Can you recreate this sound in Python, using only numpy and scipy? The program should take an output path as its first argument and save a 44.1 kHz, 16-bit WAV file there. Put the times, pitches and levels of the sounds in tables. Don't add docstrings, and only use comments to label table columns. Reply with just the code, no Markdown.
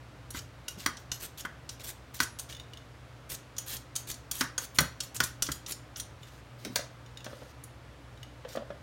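import sys
import numpy as np
from scipy import signal
from scipy.fft import rfft, irfft, next_fast_len
from scipy.io import wavfile
from scipy.ndimage import uniform_filter1d, map_coordinates

SR = 44100
rng = np.random.default_rng(int(sys.argv[2]) if len(sys.argv) > 2 else 0)


def to_wav(s):
    ch = np.atleast_2d(s).T
    pcm = np.round(np.clip(ch, -1, 1) * 32767)
    wavfile.write(sys.argv[1], SR, pcm.astype(np.int16))


N = 388962
T = np.arange(SR // 2) / SR
TOP_HZ = 15900

# mode in Hz, level in dB, t60 in seconds.
BLADE_MODES = [(3734, -2, 0.028), (4400, 11, 0.026), (5670, 7, 0.061), (5850, 6, 0.075), (6860, 6.5, 0.067),
               (7630, -10, .04), (9080, 6, .045)]
# frequency in Hz, spectral level in dB.
CRACK_SPECTRUM = [(500, -18.5), (2100, 10), (2600, 3), (3200, 5.5), (4200, 7.5), (5700, 7.5), (8000, -2),
                  (9500, 2.5), (12000, -9), (16000, -1)]


def amp(db):
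    return 10 ** (np.asarray(db) / 20)


def unit(x, span=None):
    return x / np.sqrt(np.mean(x[:span and int(span * SR)] ** 2) + 1e-20)


def along(points, hz):
    freqs, values = np.transpose(points)
    return np.interp(np.log(hz + 1), np.log(freqs), values)


def wobble(rate, size):
    knots = rng.standard_normal(int(size * rate / SR) + 4)
    return map_coordinates(knots, [np.arange(size) * rate / SR])


def colour(x, spectrum):
    size = 2 * next_fast_len(len(x) // 2 + 2048)
    gain = amp(along(spectrum, np.fft.rfftfreq(size, 1 / SR)))
    cepstrum = irfft(np.log(gain), size)
    cepstrum[1:size // 2] *= 2
    cepstrum[size // 2 + 1:] = 0
    return irfft(rfft(x, size) * np.exp(rfft(cepstrum)), size)[:len(x)]


def contact(spectrum, attack, t60, span=0.01):
    envelope = (1 - np.exp(-T / attack)) * amp(-60 * T / t60)
    return unit(colour(envelope * rng.standard_normal(len(T)), spectrum), span)


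def ring(modes, detune, spread_db=1.5):
    hz, db, t60 = np.transpose(modes)[:, :, None]
    strength, shift, phase = rng.standard_normal((3, len(modes), 1))
    envelopes = amp(db + spread_db * strength - 60 * T / t60)
    waves = np.sin(2 * np.pi * (hz * (1 + detune * shift) * T + phase))
    onset = 1 - np.exp(-T / 0.0007)
    return unit((envelopes * waves).sum(0) * onset, span=0.01)


def add(out, start, x, room_db):
    # frequency in Hz, t60 in seconds.
    kitchen_decay = [(150, 0.25), (600, 0.35), (1600, 0.3), (6000, 0.28), (10000, 0.22), (16000, 0.16)]
    hz, t, noise = signal.stft(rng.standard_normal(len(T)), SR, nperseg=256)
    decay = amp(-60 * t / along(kitchen_decay, hz)[:, None])
    tail = signal.istft(noise * decay, SR, nperseg=256)[1][:len(T)]
    tail *= 1 - np.exp(-T / 0.0042)
    wet = signal.fftconvolve(x, tail / np.linalg.norm(tail))[:len(T)]
    slot = out[round(start * SR):][:len(T)]
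    slot += (x + amp(room_db) * wet)[:len(slot)]


def appliance():
    # frequency in Hz, spectral level in dB.
    air_spectrum = [(25, -54), (45, -24), (70, -3.5), (87, -11.5), (123, -5), (195, -20), (290, -13.5),
                    (384, -21), (550, -17.5), (780, -21.5), (1300, -22), (4000, -33), (9000, -43.5),
                    (16000, -52.5)]
    # frequency in Hz, rms level in dB, waver in dB.
    hum_tones = [(59.7, -59.5, 2), (95, -68, 13), (120.6, -56, 1.5)]
    out = amp(-52) * unit(colour(rng.standard_normal(N), air_spectrum))
    t = np.arange(N) / SR
    for hz, db, waver_db in hum_tones:
        waver = amp(waver_db * wobble(5.2, N))
        drift = 0.26 * waver_db * wobble(5.7, N)
        out += amp(db) * unit(waver * np.sin(2 * np.pi * hz * t + drift))
    return out


def touch(x, bright_db, ripple_db):
    hz = np.geomspace(800, 16000, num=40)
    shelf = along([(5500, 0), (11500, bright_db)], hz)
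    ripple = ripple_db * rng.standard_normal(len(hz))
    return colour(x, np.transpose([hz, shelf + ripple]))


def click(bright_db):
    # frequency in Hz, spectral level in dB.
    tick_spectrum = [(150, -4.5), (800, -12.5), (1400, -4), (2200, -12), (3100, -0.5), (5000, 0.5),
                     (6500, 5.5), (8000, -2.5), (9200, 0), (12000, -8), (16000, -10.5)]
    tick = contact(tick_spectrum, attack=0.0015, t60=0.04)
    steel = amp(-6.5) * ring(BLADE_MODES, detune=0.032)
    return touch(tick + steel, bright_db + 5, ripple_db=2.5)


def curling(x, patchy_db):
    frames = signal.stft(x, nperseg=256)[2]
    patches = uniform_filter1d(rng.standard_normal(frames.shape), size=4, axis=0)
    patches = uniform_filter1d(patches, size=6, axis=1)
    return signal.istft(frames * amp(patchy_db * unit(patches)), nperseg=256)[1][:len(x)]


def scrape(length, bright_db):
    # frequency in Hz, spectral level in dB.
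    cut_spectrum = [(80, 1), (250, -0.5), (500, -2.5), (800, -7), (1400, -1.5), (2500, 0.5), (3400, 3.5),
                    (5000, 1), (6800, 3), (10500, 0.5), (13000, 3), (16000, -2)]
    cells_per_s, bite_share = 16000, 0.2
    cells = rng.standard_normal(len(T)) * (rng.random(len(T)) < cells_per_s / SR)
    progress = np.minimum(T / max(length, 0.01), 1)
    speed = amp(2.2 * np.sin(np.pi * progress))
    bite = np.minimum(progress / bite_share, 1)
    release = amp(-60 * np.maximum(T - length, 0) / 0.038)
    fibres = amp(1.95 * wobble(57.6, len(T)) + 1.8 * wobble(433, len(T)))
    hiss = curling(colour(cells * fibres, cut_spectrum), patchy_db=2.2)
    return speed * bite * release * unit(touch(hiss, bright_db, ripple_db=1.1))


def landings():
    # start in seconds, level in dB, relative brightness in dB.
    blade_landings = [(0.3045, -45, 2), (0.389, -42, -10), (0.6818, -36.5, -3.5), (0.969, -45, -17),
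                      (1.116, -31, -15.5), (1.6914, -38, -12), (2.19, -46, -13), (2.3872, -44.5, 1),
                      (2.395, -40.5, 2), (3.5652, -47, -12), (3.5817, -36, -2.5), (3.9539, -38.5, -5),
                      (3.9608, -32.5, -2.5), (4.141, -49, -2), (4.3125, -32.5, 1.5), (4.5789, -30.5, -6),
                      (4.8046, -40.5, 15), (5.0035, -31, -12), (5.237, -31.5, -1), (5.422, -26.5, -3.5),
                      (5.464, -37, -20), (5.5169, -33, -5.5), (5.662, -39, -14), (5.959, -40, -28),
                      (7.256, -51, -12), (7.6372, -55.5, 10)]
    out = np.zeros(N)
    for start, db, bright_db in blade_landings:
        add(out, start, amp(db) * click(bright_db), room_db=-9.5)
        skim = scrape(length=0.034, bright_db=2)
        add(out, start + 0.012, amp(db - 19.5) * skim, room_db=-5.5)
    return out


def rubbing():
    # start in seconds, length in seconds, level in dB.
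    slides = [(0.337, 0.05, -43), (0.771, 0.079, -49.5), (1.793, 0.028, -48.5), (2.486, 0.049, -50),
              (6.182, 0.22, -63.5), (6.57, 0.17, -61.5), (7.234, 0.28, -62.5), (8.475, 0.084, -55)]
    out = np.zeros(N)
    for start, length, db in slides:
        add(out, start, amp(db) * scrape(length, bright_db=-8.5), room_db=-13)
    return out


def slap():
    # mode in Hz, level in dB, t60 in seconds.
    board_modes = [(982, -9.5, 0.046), (1201, -7, 0.079), (1491, 1, 0.05), (2008, -2.5, 0.053),
                   (3174, -5, 0.025)]
    # frequency in Hz, spectral level in dB.
    slap_spectrum = [(100, -31), (260, -13.5), (750, -13), (1000, -4.5), (1500, -0.5), (2050, -8.5),
                     (2500, -15.5), (16000, -26)]
    shudder_spectrum = [(600, -29), (1100, -9), (1500, -4.5), (1850, -4), (2300, -19), (5000, -47)]
    shudder = amp(-15.5) * contact(shudder_spectrum, attack=0.0032, t60=0.26)
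    blow = amp(-3) * contact(slap_spectrum, attack=0.0019, t60=0.041)
    board = amp(-3.5) * ring(board_modes, detune=0.021, spread_db=0.5)
    return blow + board + shudder


def crack():
    jolt = contact(CRACK_SPECTRUM, attack=0.000087, t60=0.04)
    return jolt + amp(-8) * ring(BLADE_MODES, detune=0.0208)


def thump():
    # frequency in Hz, spectral level in dB.
    counter_spectrum = [(42, -30), (70, 8.5), (105, -15), (155, 7), (190, -15.5), (250, 5), (380, -11),
                        (700, -17), (4000, -83)]
    # mode in Hz, level in dB, t60 in seconds.
    bounce_modes = [(271, 7, 0.042), (160, -6.5, 0.11), (80, -16, 0.16)]
    counter = amp(-3.5) * contact(counter_spectrum, attack=0.00057, t60=0.18, span=0.059)
    return counter + amp(4.5) * ring(bounce_modes, detune=0.042, spread_db=1)


def knocks():
    # start in seconds, level in dB, thump in dB relative to that level.
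    board_hits = [(0.3457, -41, -5.5), (0.861, -26, -17), (1.45, -34, -15), (2.2022, -25.5, -19),
                  (4.409, -25.5, -16), (4.5794, -37, -25), (4.7863, -22, -13.5), (5.2031, -25.5, -15),
                  (5.488, -35.5, -6.5)]
    hard_db = -24
    out = np.zeros(N)
    for start, db, thump_db in board_hits:
        crack_db = 2.94 + 2.5 * min(db - hard_db, 0)
        knock = slap() + amp(crack_db) * crack() + amp(thump_db) * thump()
        add(out, start, amp(db) * knock, room_db=-11)
    return out


def clinks():
    # start in seconds, level in dB.
    light_touches = [(0.681, -39.5), (1.1165, -39), (1.6912, -48), (2.5253, -45), (2.548, -46.5),
                     (2.5662, -50), (2.5976, -45.5), (2.7342, -47), (2.772, -49), (6.2314, -52.5),
                     (7.0617, -57), (7.1723, -45), (7.205, -54), (8.1747, -60), (8.23, -46.5)]
    # mode in Hz, level in dB, t60 in seconds.
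    loose_modes = [(2924, 0, 0.031), (3683, 0.5, 0.027), (5390, -13, .025), (6700, -10, .04)]
    out = np.zeros(N)
    for start, db in light_touches:
        steel = amp(-0.5) * ring(loose_modes, detune=0.03, spread_db=3)
        ticks = amp(-5) * contact(CRACK_SPECTRUM, attack=0.0006, t60=0.035)
        add(out, start, amp(db) * (steel + ticks), room_db=-8.5)
    return out


def rocking():
    # start in seconds, pitch in Hz, level in dB.
    rocks = [(0.766, 160, -48.5), (4.808, 127, -36), (6.65, 258, -44), (6.694, 190, -46)]
    out = np.zeros(N)
    for start, hz, db in rocks:
        spectrum = [(hz / 4, -36), (hz, 0), (2 * hz, -18), (TOP_HZ, -90)]
        rumble = contact(spectrum, attack=0.012, t60=0.12, span=0.06)
        add(out, start, amp(db) * rumble, room_db=-26)
    return out


def zings():
    # start in seconds, pitch in Hz, level in dB.
    blade_notes = [(1.118, 11500, -53), (2.235, 10810, -47)]
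    out = np.zeros(N)
    for start, hz, db in blade_notes:
        add(out, start, amp(db) * ring([(hz, 0, 0.2)], detune=0.0018), room_db=1)
    return out


def cutting():
    # start and length in seconds, level in dB, closing click in dB relative to that level.
    strokes = [(1.197, 0.062, -43.5, -9), (1.373, 0.034, -43.5, -2), (1.832, 0.074, -41, -12),
               (2.138, 0.041, -46, -11), (2.205, .026, -37.5, 3), (3.291, 0.057, -40, -4.5),
               (3.656, 0.11, -42, -1.5), (4.067, .046, -40.5, 1.5), (4.326, 0.11, -44, -3),
               (4.613, 0.037, -43.5, -16), (4.744, 0.032, -45.5, -12), (5.143, 0.02, -43, 5),
               (5.229, 0.021, -38, -13), (5.673, 0.047, -43, 5.5), (5.963, 0.035, -49, 11.5)]
    out = np.zeros(N)
    for start, length, db, release_db in strokes:
        add(out, start, amp(db) * scrape(length, bright_db=0), room_db=-11)
        add(out, start + length, amp(db + release_db) * click(bright_db=-3), room_db=-9.5)
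    return out


def thud():
    # frequency in Hz, spectral level in dB.
    thud_spectrum = [(60, -36), (170, -1), (270, 0), (390, -2), (570, 13), (850, -6), (1700, -4.5),
                     (2200, -17), (3300, -12.5), (16000, -61)]
    # mode in Hz, level in dB, t60 in seconds.
    hollow_modes = [(554, 2, 0.044), (645, -8, 0.032)]
    blow = amp(0.5) * contact(thud_spectrum, attack=0.0012, t60=0.049)
    return blow + amp(-4) * ring(hollow_modes, detune=0.03)


def bumps():
    # start in seconds, level in dB.
    settlings = [(4.803, -37), (6.7889, -37.5), (7.2632, -38.5), (7.3285, -44.5), (7.418, -48),
                 (8.448, -39.5), (8.5522, -39.5), (8.5712, -33), (8.703, -40)]
    tip_back_s, tip_loss_db = 0.048, 17
    out = np.zeros(N)
    for start, db in settlings:
        add(out, start, amp(db) * thud(), room_db=-9.5)
        add(out, start + tip_back_s, amp(db - tip_loss_db) * thud(), room_db=-9.5)
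    return out


def clacks():
    # start in seconds, level in dB.
    handle_hits = [(6.649, -37.5), (6.7579, -24.5), (7.244, -44.5), (8.5585, -47)]
    out = np.zeros(N)
    for start, db in handle_hits:
        handle = contact(CRACK_SPECTRUM, attack=0.00041, t60=0.037)
        board = amp(-11.5) * slap() + amp(-14.5) * thud()
        add(out, start, amp(db) * (handle + board), room_db=-7.5)
    return out


def scene():
    mono = appliance() + landings() + rubbing() + knocks() + clinks()
    mono += rocking() + zings() + cutting() + bumps() + clacks()
    return np.array([mono, mono])


def record(dry):
    size = next_fast_len(N + SR // 2)
    passband = np.fft.rfftfreq(size, 1 / SR) < TOP_HZ
    return irfft(rfft(dry, size) * passband, size)[:, :N]


dry = scene()
out = record(dry)
to_wav(out)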